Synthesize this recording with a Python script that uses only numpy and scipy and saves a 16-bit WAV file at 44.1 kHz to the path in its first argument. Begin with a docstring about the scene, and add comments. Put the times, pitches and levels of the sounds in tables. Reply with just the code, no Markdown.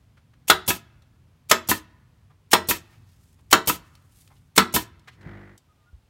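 """A low outdoor rumble and faint scuffs, then an air-powered staple gun fires five staples through
lining into a wooden fence in a narrow yard. Each shot is a trigger tick, a spit of air and a blow
that rings the boards; on release the gun lets out its air and its piston knocks home. Wall and yard
echo the work, and leaves and lining rustle between shots. Near the end an air compressor chugs
briefly and fades, followed by three faint, far whistles."""
import sys
import numpy as np
from scipy import signal
from scipy.fft import rfft, irfft
from scipy.io import wavfile

SR = 44100
rng = np.random.default_rng(int(sys.argv[2]) if len(sys.argv) > 2 else 0)


def file_out(sig):
    """Save sig as 16-bit WAV at sys.argv[1]."""
    # one column per channel
    cols = np.atleast_2d(sig).T
    # limit, then scale
    lim = np.clip(cols, -1, 1)
    pcm = np.round(lim * 32767).astype(np.int16)
    wavfile.write(sys.argv[1], SR, pcm)


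N = 268965
TIME = np.arange(N) / SR
AGE = np.arange(SR * 3 // 4) / SR  # seconds since a sound began


def gain_of(db):
    """Turns decibels into a number to multiply by."""
    return 10 ** (np.asarray(db) / 20)


def evened(x):
    """Scales a sound to an average (rms) level of 1."""
    return x / np.sqrt(np.mean(x ** 2) + 1e-20)


def add(mix, start_s, sound):
    """Mixes a sound in at start_s."""
    part = mix[max(round(start_s * SR), 0):][:len(sound)]
    part += sound[:len(part)]


def drift(points):
    """A wandering line through random points spread over the scene, mostly between -1 and 1."""
    return np.interp(TIME, np.linspace(0, TIME[-1], points), rng.standard_normal(points))


def colour(x, tone):
    """Makes some pitches louder and others softer, following rows of (pitch_hz, level_db)."""
    hz, db = np.transpose(tone)
    bins_hz = abs(np.fft.fftfreq(4096, 1 / SR))
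    log_gain = np.log(gain_of(np.interp(np.log(bins_hz + 1), np.log(hz), db)))
    response = np.fft.ifft(np.exp(np.conj(signal.hilbert(log_gain)))).real  # never rings ahead of a hit
    return signal.oaconvolve(x, response[:len(bins_hz) // 2])[:len(x)]


def band_noise(hz):
    """White noise split into overlapping bands centred on hz."""
    spectrum = rfft(rng.standard_normal(len(AGE)))
    bins_hz = np.fft.rfftfreq(len(AGE), 1 / SR)
    weights = [np.interp(np.log(bins_hz + 1), np.log(hz), pick) for pick in np.eye(len(hz))]
    return np.array([irfft(spectrum * weight, len(AGE)) for weight in weights])


def burst(bands, rise_s, hold_s=0):
    """Noise that swells, holds, then dies away; each band drops 60 dB in its own fade_s."""
    hz, db, fade_s = np.transpose(bands)
    fall_db = 60 * np.maximum(AGE - hold_s, 0) / fade_s[:, None]
    return (band_noise(hz) * gain_of(db[:, None] - fall_db)).sum(0) * (1 - np.exp(-AGE / rise_s))


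def ring(notes, rise_s, scatter_db, detune):
    """The fading notes of a struck object; each blow shares its energy among them a little differently."""
    hz, db, fade_s = np.transpose(notes)[:, :, None]
    share, shift, phase = rng.standard_normal((len(notes), 3)).T[:, :, None]
    waves = np.sin(2 * np.pi * (hz * (1 + detune * shift) * AGE + phase))
    loudness = gain_of(db + scatter_db * share - 60 * AGE / fade_s)
    return (waves * loudness).sum(0) * (1 - np.exp(-AGE / rise_s))


# the deep rumble outdoors: pitch_hz, level_db
RUMBLE_TONE = [(15, -33.5), (28, -13.5), (48, -2), (100, 2), (145, -2), (200, -12.5), (250, -13),
               (320, -22.5), (600, -42.5), (2000, -69.5)]
# the soft hiss above it: pitch_hz, level_db
HUSH_TONE = [(100, -2), (350, -1), (600, -4), (1000, -5), (1800, -9), (3000, -11), (6000, -17),
             (16000, -24)]
def outdoors():
    """A gently swelling low rumble that drops near the end, with a faint hush above it."""
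    rumble_db, hush_db = -56.5, -70
    lull_db = -6.5 * np.clip((TIME - 5.3) / 0.24, 0, 1)
    swell = gain_of(1.6 * drift(points=70))
    rumble = gain_of(rumble_db + lull_db) * swell * evened(colour(rng.standard_normal(N), RUMBLE_TONE))
    hush = gain_of(hush_db + .6 * drift(points=40)) * evened(colour(rng.standard_normal(N), HUSH_TONE))
    return rumble + hush


def scuff(level_db, length_s, pitch_hz):
    """A rub of noise, strongest around pitch_hz; the briefest are dry ticks."""
    hz = np.geomspace(200, 16000, 14)
    octaves = np.log2(hz / pitch_hz)
    db_per_octave = np.where(octaves < 0, -5, -10.5)
    fade_s = np.full(len(hz), 0.016 + 2.7 * length_s)  # longer scuffs die away more slowly
    bands = np.c_[hz, level_db + abs(octaves) * db_per_octave, fade_s]
    return burst(bands, rise_s=length_s / 2, hold_s=length_s)


# scuffs on the lining, and one sharp dry click as the compressor's hum ends:
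# start_s, level_db, length_s, pitch_hz
SCUFFS_AND_CLICK = [(0.168, -43.5, .012, 1490), (0.334, -45, 0.0054, 1587), (1.019, -50.5, 0.0055, 3500),
                    (1.312, -56, 0.0076, 900), (2.297, -46, 0.017, 1096), (2.92, -49.5, 0.026, 1900),
                    (3.386, -47, 0.0084, 1299), (3.952, -41, 0.00096, 4330), (4.276, -41.5, .0007, 4200),
                    (4.296, -43, 0.023, 1000), (4.355, -55, 0.015, 3000), (4.994, -48.5, 0.0018, 4200),
                    (5.073, -29.5, 0.013, 1700), (5.11, -51.5, .03, 3000), (5.207, -51.5, 0.0098, 3600),
                    (5.228, -38, 0.0023, 1300), (5.577, -42.5, 0.0027, 6660)]
# soft low bumps: start_s, pitch_hz, level_db, fade_s
SOFT_BUMPS = [(5.262, 153, -27.5, 0.07), (5.93, 63, -34.5, 0.051)]
def small_noises():
    """Scuffs on the lining, fainter ones at random, and near the end a dry click and two soft bumps."""
    fidgets_per_s, work_s = 2, 6.6
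    out = np.zeros(N)
    for start_s, level_db, length_s, pitch_hz in SCUFFS_AND_CLICK:
        add(out, start_s, scuff(level_db, length_s, pitch_hz))
    for when, octave in rng.random((round(fidgets_per_s * work_s), 2)):
        add(out, when * work_s, scuff(level_db=-58, length_s=0.0044, pitch_hz=2800 * 2 ** (octave - .5)))
    for start_s, pitch_hz, level_db, fade_s in SOFT_BUMPS:
        loudness = gain_of(level_db - 60 * AGE / fade_s) * (1 - np.exp(-AGE / 0.00095))
        add(out, start_s, loudness * np.sin(2 * np.pi * pitch_hz * AGE))
    return out


# the trigger's click: pitch_hz, level_db, fade_s
TRIGGER_NOISE = [(500, -53, .03), (3000, -45.5, .03), (7000, -41, 0.023), (16000, -47, .02)]
def trigger_tick():
    """The pulled trigger makes a tiny, bright tick."""
    return burst(TRIGGER_NOISE, rise_s=0.00087)


# air escaping at the valve: pitch_hz, level_db, fade_s
VALVE_NOISE = [(200, -28, 0.05), (1500, -21.5, 0.016), (2770, -18.5, 0.054), (4480, -24.5, 0.15),
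               (7000, -18.5, 0.068), (10100, -21.5, 0.087), (16000, -18.5, 0.041)]
def air_spit(level_db, rise_s, hold_s):
    """Squeezed air hisses through the firing valve."""
    return gain_of(level_db) * burst(VALVE_NOISE, rise_s, hold_s)


# boards and rail ringing with the gun pressed on them: pitch_hz, level_db, fade_s
FENCE_NOTES = [(85, -35.5, 0.5), (156, -30, 0.18), (196, -20.5, 0.13), (235.3, -22, 0.3), (304, -9, 0.1),
               (338, -30.5, 0.73), (372.3, -23.5, 0.32), (441, -24.5, 0.24), (619, -16, 0.23),
               (650, -19.5, 0.21), (850.2, -28.5, 0.18), (945, -20, 0.28), (1071.6, -15.5, 0.13),
               (1150, -16, 0.066), (1327, -20, 0.27), (1350, -13, .14), (1446, -22, 0.13),
               (1527, -21, 0.31), (1948, -22, 0.3), (2010, -24, 0.14), (2650, -18, 0.15),
               (3300, -28.5, 0.14), (3536, -18.5, 0.12), (3960, -27.5, 0.24)]
# the noisy crunch of struck wood: pitch_hz, level_db, fade_s
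WOOD_NOISE = [(55, -35, 0.16), (151, -13.5, 0.041), (343.2, -1.5, .14), (730, 3, 0.044), (1300, 4.5, .14),
              (2134, -4, 0.09), (3960, -3.5, 0.074), (4800, -14, 0.034), (9000, -12.5, 0.042),
              (10500, -19.5, 0.079), (16000, -19, 0.089)]
def fence_blow(boost_hz, boost_db, dip_hz, dip_db):
    """The blow rings the boards; each spot on the fence favours one range of pitches and dulls another."""
    boards = gain_of(-5.5) * ring(FENCE_NOTES, rise_s=0.00052, scatter_db=2.0, detune=0.0062)
    splinters = gain_of(0.5) * burst(WOOD_NOISE, rise_s=.0012, hold_s=0.0024)
    hz = np.geomspace(20, 16000, 120)
    width_octaves = 0.27
    boost, dip = (np.exp(-.5 * (np.log2(hz / mid) / width_octaves) ** 2) for mid in (boost_hz, dip_hz))
    bass_db = 15 * np.minimum(np.log2(hz / 85), 0)  # the blow's deepest bass, below 85 Hz, is softened
    return colour(boards + splinters, np.c_[hz, boost_db * boost + dip_db * dip + bass_db])


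# the steel driver blade and staple holder ringing: pitch_hz, level_db, fade_s
STEEL_NOTES = [(4300, -25.5, 0.016), (5380, -20, 0.027), (7040, -19, 0.048), (8300, -20, 0.014),
               (9260, -22.5, 0.04), (12880, -24.5, 0.075)]
# the driver hitting its stop: pitch_hz, level_db, fade_s
CRACK_NOISE = [(298, -23.5, 0.026), (1500, -0.5, 0.036), (4000, -2.5, 0.024), (6900, -3.5, 0.023),
               (10600, -12, 0.023), (13000, -10.5, 0.049), (16000, -17.5, 0.025)]
def driver_crack():
    """The blade that drives the staple cracks against its stop, hardest in the first instant."""
    steel = ring(STEEL_NOTES, rise_s=.0003, scatter_db=2, detune=.004)
    crack = burst(CRACK_NOISE, rise_s=.0003, hold_s=.001)
    snap = 1 + 1.2 * np.exp(-AGE / .0025)
    return snap * (steel + crack)


# one row a staple: start_s, valve_lead_s, blow_db, boost_hz, boost_db, dip_hz, dip_db
STAPLES = [(0.498, 0.016, -1, 3600, 5, 270, -9), (1.5115, 0.014, -2.5, 600, 4.5, 1100, -4),
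           (2.5304, 0.015, 1.5, 720, 1.5, 1420, -8), (3.5266, .0143, 0.5, 520, 3.5, 3300, -3),
           (4.577, 0.014, -0.5, 195, 9.5, 650, -4.5)]
def shots():
    """The trigger ticks, the valve spits, the driver hits the boards and then its own stop."""
    out = np.zeros(N)
    for start_s, valve_lead_s, blow_db, *spot in STAPLES:
        valve_s = start_s - valve_lead_s
        add(out, valve_s - .009, trigger_tick())
        add(out, valve_s - .004, air_spit(level_db=-11, rise_s=0.0017, hold_s=0.0024))  # air seeps first
        add(out, valve_s - .0005, air_spit(level_db=1.6, rise_s=0.002, hold_s=0.0013))  # the valve lifts
        add(out, start_s, gain_of(blow_db) * fence_blow(*spot))
        add(out, start_s + .0025, driver_crack())
    return out


# first bounces off fence, arm and ground: delay_s, gain
NEAR_BOUNCES = [(.0009, .15), (.0023, .16), (.0049, .18), (.0105, .12)]
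def near_reflections(x):
    """The direct sound plus its first few quick echoes."""
    out = x.copy()
    for delay_s, gain in NEAR_BOUNCES:
        add(out, delay_s, gain * x)
    return out


def echoes(x, bands, build_s):
    """Many echoes blur into a tail that builds up over build_s and then dies away."""
    hz, db, fade_s = np.transpose(bands)[:, :, None]
    shape = gain_of(-60 * AGE / fade_s) * (1 - np.exp(-(AGE / build_s) ** 2))
    shape /= np.linalg.norm(shape, axis=1, keepdims=True)  # so db compares the tail with the direct sound
    tail = (band_noise(hz[:, 0]) * gain_of(db) * shape).sum(0)
    return signal.fftconvolve(x, tail)[:N]


# sound bouncing between fence and house wall: pitch_hz, level_db, fade_s
WALL_ECHO = [(79, -1.5, 0.3), (246, -13, 0.24), (1000, -11.5, 0.22), (4000, -10, 0.15), (7900, -17, 0.17),
             (16000, -18, 0.15)]
# sound coming back from the wider yard: pitch_hz, level_db, fade_s
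YARD_ECHO = [(80, -19, .8), (400, -30.5, 0.93), (1800, -29.5, 1), (3800, -26.5, 0.54), (7700, -35, 0.24),
             (16000, -45.5, .22)]
def yard_echoes(work):
    """Wall and yard answer differently at each place that the gun moves to."""
    move_after_s = .6
    moves = [0] + [round((start_s + move_after_s) * SR) for start_s, *_ in STAPLES[:-1]] + [N]
    out = np.zeros(N)
    for start, end in zip(moves, moves[1:]):
        wall = echoes(work[start:end], WALL_ECHO, build_s=0.0056)
        yard = echoes(work[start:end], YARD_ECHO, build_s=0.019)
        add(out, start / SR, wall + yard)
    return out


# the thin hiss before the exhaust opens: pitch_hz, level_db, fade_s
LEAK_NOISE = [(504.5, -64, .02), (4000, -48.5, .02), (7000, -35, .02), (11000, -41.5, .02),
              (16000, -45.5, .02)]
def air_leak():
    """A little air slips out as the trigger is let go."""
    return burst(LEAK_NOISE, rise_s=.003, hold_s=0.0074)


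# air rushing out of the gun: pitch_hz, level_db, fade_s
EXHAUST_NOISE = [(45.8, -42.5, .1), (80.5, -9, 0.13), (140.5, -8.5, 0.075), (414, -12.5, 0.14),
                 (1000, -17.5, 0.038), (1970, -27.5, 0.078), (2740, -15.5, 0.16), (4500, -17.5, 0.1),
                 (9000, -17, 0.11), (11500, -15.5, 0.032), (11400, -10.5, 0.09), (16000, -19.5, .08)]
def exhaust_puff():
    """The exhaust valve pops open, then widens, and the used air rushes out."""
    opening = 1 - 0.25 * np.exp(-AGE / 0.014)
    return gain_of(-0.93) * opening * burst(EXHAUST_NOISE, rise_s=0.00095, hold_s=.022)


# the gun's body ringing: pitch_hz, level_db, fade_s
GUN_NOTES = [(225, -37, .2), (316.3, -28, 0.17), (359.8, -30, 0.062), (681, -33, 0.22), (984.7, -24, 0.084),
             (1300, -25, 0.076), (1430, -38, 0.075), (1700, -24, 0.063), (1820, -29.5, 0.096),
             (2450, -38, .07), (2647, -20, 0.034), (3710, -25.5, 0.052)]
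# the piston hitting its stop: pitch_hz, level_db, fade_s
KNOCK_NOISE = [(108, -45, .08), (335, 0.5, 0.028), (566, -32.5, 0.041), (1525, -1.5, 0.039),
               (3000, -18, 0.02), (4935, -11.5, 0.017), (11810, -28, .03)]
def piston_knock(body_hz):
    """The piston knocks back home and rings the gun's body, with a boost around body_hz."""
    body = gain_of(1.5) * ring(GUN_NOTES, rise_s=0.00017, scatter_db=3.0, detune=.01)
    knock = burst(KNOCK_NOISE, rise_s=0.0019, hold_s=0.0006)
    return colour(body + knock, [(body_hz / 1.4, 0), (body_hz, 4), (body_hz * 1.4, 0)])


# air flowing in from the hose: pitch_hz, level_db, fade_s
REFILL_NOISE = [(148.6, -43, .08), (240.7, -17.5, .05), (400, -28.5, 0.055), (1500, -31.5, 0.061),
                (4000, -31.5, 0.08), (6960, -31.5, 0.16), (10500, -33.5, 0.082), (13000, -28.5, 0.029),
                (16000, -37, .06)]
def air_refill():
    """Air hums and hisses back into the gun's chamber, easing off as it fills."""
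    return burst(REFILL_NOISE, rise_s=.01, hold_s=.065) * np.exp(-AGE / .06)


# one row each time the trigger is let go: start_s, knock_db, piston_travel_s, body_hz
TRIGGER_RELEASES = [(0.6771, -0.5, 0.027, 2740), (1.687, 0.5, .027, 1760), (2.686, -3, .024, 1850),
                    (3.6723, -1, .0245, 1087), (4.739, -0.5, .024, 1006)]
def releases():
    """Air rushes out until the piston knocks home; then the chamber refills."""
    out = np.zeros(N)
    for start_s, knock_db, piston_travel_s, body_hz in TRIGGER_RELEASES:
        add(out, start_s - .015, air_leak())
        add(out, start_s, exhaust_puff())
        add(out, start_s + piston_travel_s, gain_of(knock_db) * piston_knock(body_hz))
        add(out, start_s + piston_travel_s, air_refill())
    return out


def resonate(x, pitch_hz, width_hz):
    """Keeps the part of a sound that lies near a moving pitch."""
    spin = np.exp(2j * np.pi * np.cumsum(pitch_hz) / SR)
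    feedback = np.exp(-np.pi * width_hz / SR)
    return (spin * signal.lfilter([1 - feedback], [1, -feedback], x / spin)).real


# palm leaves brushing past: peak_s, level_db, length_s, pitch_hz
LEAF_SWISHES = [(2.89, -64.5, 0.21, 4970), (3.109, -68, 0.16, 4000), (3.22, -69, .4, 7990),
                (3.921, -69, 0.36, 6240), (4.19, -60.5, 0.23, 9700), (4.34, -73, .25, 9120)]
# the tone of their rustle: pitch_hz, level_db
LEAF_TONE = [(300, -33), (1500, -8.5), (3500, -2.5), (7000, -3), (10000, -4), (13000, -4), (16000, -7)]
def leaves():
    """Leaves slide over each other: each swish swells and fades, with its own pitch and a fine crackle."""
    rise_share, edge_db = 0.39, -9.5  # part of the length spent swelling; drop at either end
    peak_s, level_db, length_s, pitch_hz = np.transpose(LEAF_SWISHES)
    along = (TIME - peak_s[:, None]) / length_s[:, None]
    from_peak = np.maximum(-along / rise_share, along / (1 - rise_share))
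    loudness = gain_of(level_db[:, None] + edge_db * from_peak).max(0)
    swish = evened(resonate(rng.standard_normal(N), np.interp(TIME, peak_s, pitch_hz), width_hz=4500))
    crackle = evened(rng.standard_normal(N) * gain_of(5 * drift(points=2500)))
    catching = gain_of(2.5 * drift(points=350))
    return loudness * evened(catching * colour(swish + crackle, LEAF_TONE))


# the tone of the compressor's chugging: pitch_hz, level_db
PUMP_TONE = [(48, -3), (96, 3.5), (143, -4), (191, 0.5), (270, -12.5), (335, -2), (400, -12.5), (1050, -21),
             (1500, -17.5), (1750, -18), (1950, -15), (2450, -28), (3300, -32.5), (9000, -55)]
def compressor():
    """Every pump stroke repeats the same thud, with a clatter that changes from stroke to stroke."""
    strokes_per_s, level_db = 49.7, -42
    peak_s, swell_s, stop_s = 5.3, 0.085, 0.28
    harmonics = np.arange(1, 50)[:, None]
    turn = np.linspace(0, 1, 2048)
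    one_thud = np.cos(2 * np.pi * (harmonics * turn + rng.random(harmonics.shape))).sum(0)
    along_stroke = strokes_per_s * TIME % 1
    thuds = evened(np.interp(along_stroke, turn, one_thud))
    pulsing = 0.48 + np.exp(-along_stroke / 0.39)
    clatter = rng.standard_normal(N) * pulsing * gain_of(1.3 * drift(points=600))
    clatter = evened(colour(clatter, [(200, -9.5), (700, 1), (2000, 3.5)]))
    swell = np.exp(-(np.minimum(TIME - peak_s, 0) / swell_s) ** 2)
    fade = np.clip(1 - (TIME - peak_s) / stop_s, 0, 1) ** 0.65
    return gain_of(level_db) * swell * fade * evened(colour(thuds + 2.9 * clatter, PUMP_TONE))


# faint far whistles: start_s, length_s, pitch_hz, level_db
FAR_WHISTLES = [(5.682, 0.057, 1250, -63.5), (5.761, .15, 1216, -69.5), (5.855, 0.064, 1415, -61)]
def whistles():
    """Far wavering notes, perhaps a bird, blurred by echoes off the walls."""
    out = np.zeros(N)
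    for start_s, length_s, pitch_hz, level_db in FAR_WHISTLES:
        waver = 1 + 0.0096 * drift(points=500)[:len(AGE)]
        cycles = np.cumsum(pitch_hz * waver) / SR
        swell = np.sin(np.pi * np.minimum(AGE / length_s, 1))
        add(out, start_s, gain_of(level_db) * swell * np.sin(2 * np.pi * cycles))
    return out + echoes(out, WALL_ECHO, build_s=0.022)


def scene():
    """The work at the fence, thrown back by wall and yard, over the outdoor background, in mono."""
    work = near_reflections(shots() + releases() + small_noises())
    return (work + yard_echoes(work) + leaves() + compressor() + whistles() + outdoors())[None]


def record(dry):
    """Overload rounds off the loudest peaks; then the deepest bass and highest treble are cut."""
    ceiling, lowest_hz, highest_hz = .88, 46, 16050
    rounded = dry / (1 + (dry / ceiling) ** 4) ** (1 / 4)
    bass_cut = signal.butter(3, lowest_hz, "highpass", fs=SR, output="sos")
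    treble_cut = signal.firwin(401, highest_hz, window=("kaiser", 8), fs=SR)
    return signal.oaconvolve(signal.sosfilt(bass_cut, rounded), treble_cut[None], "same")


dry = scene()
out = record(dry)
file_out(out)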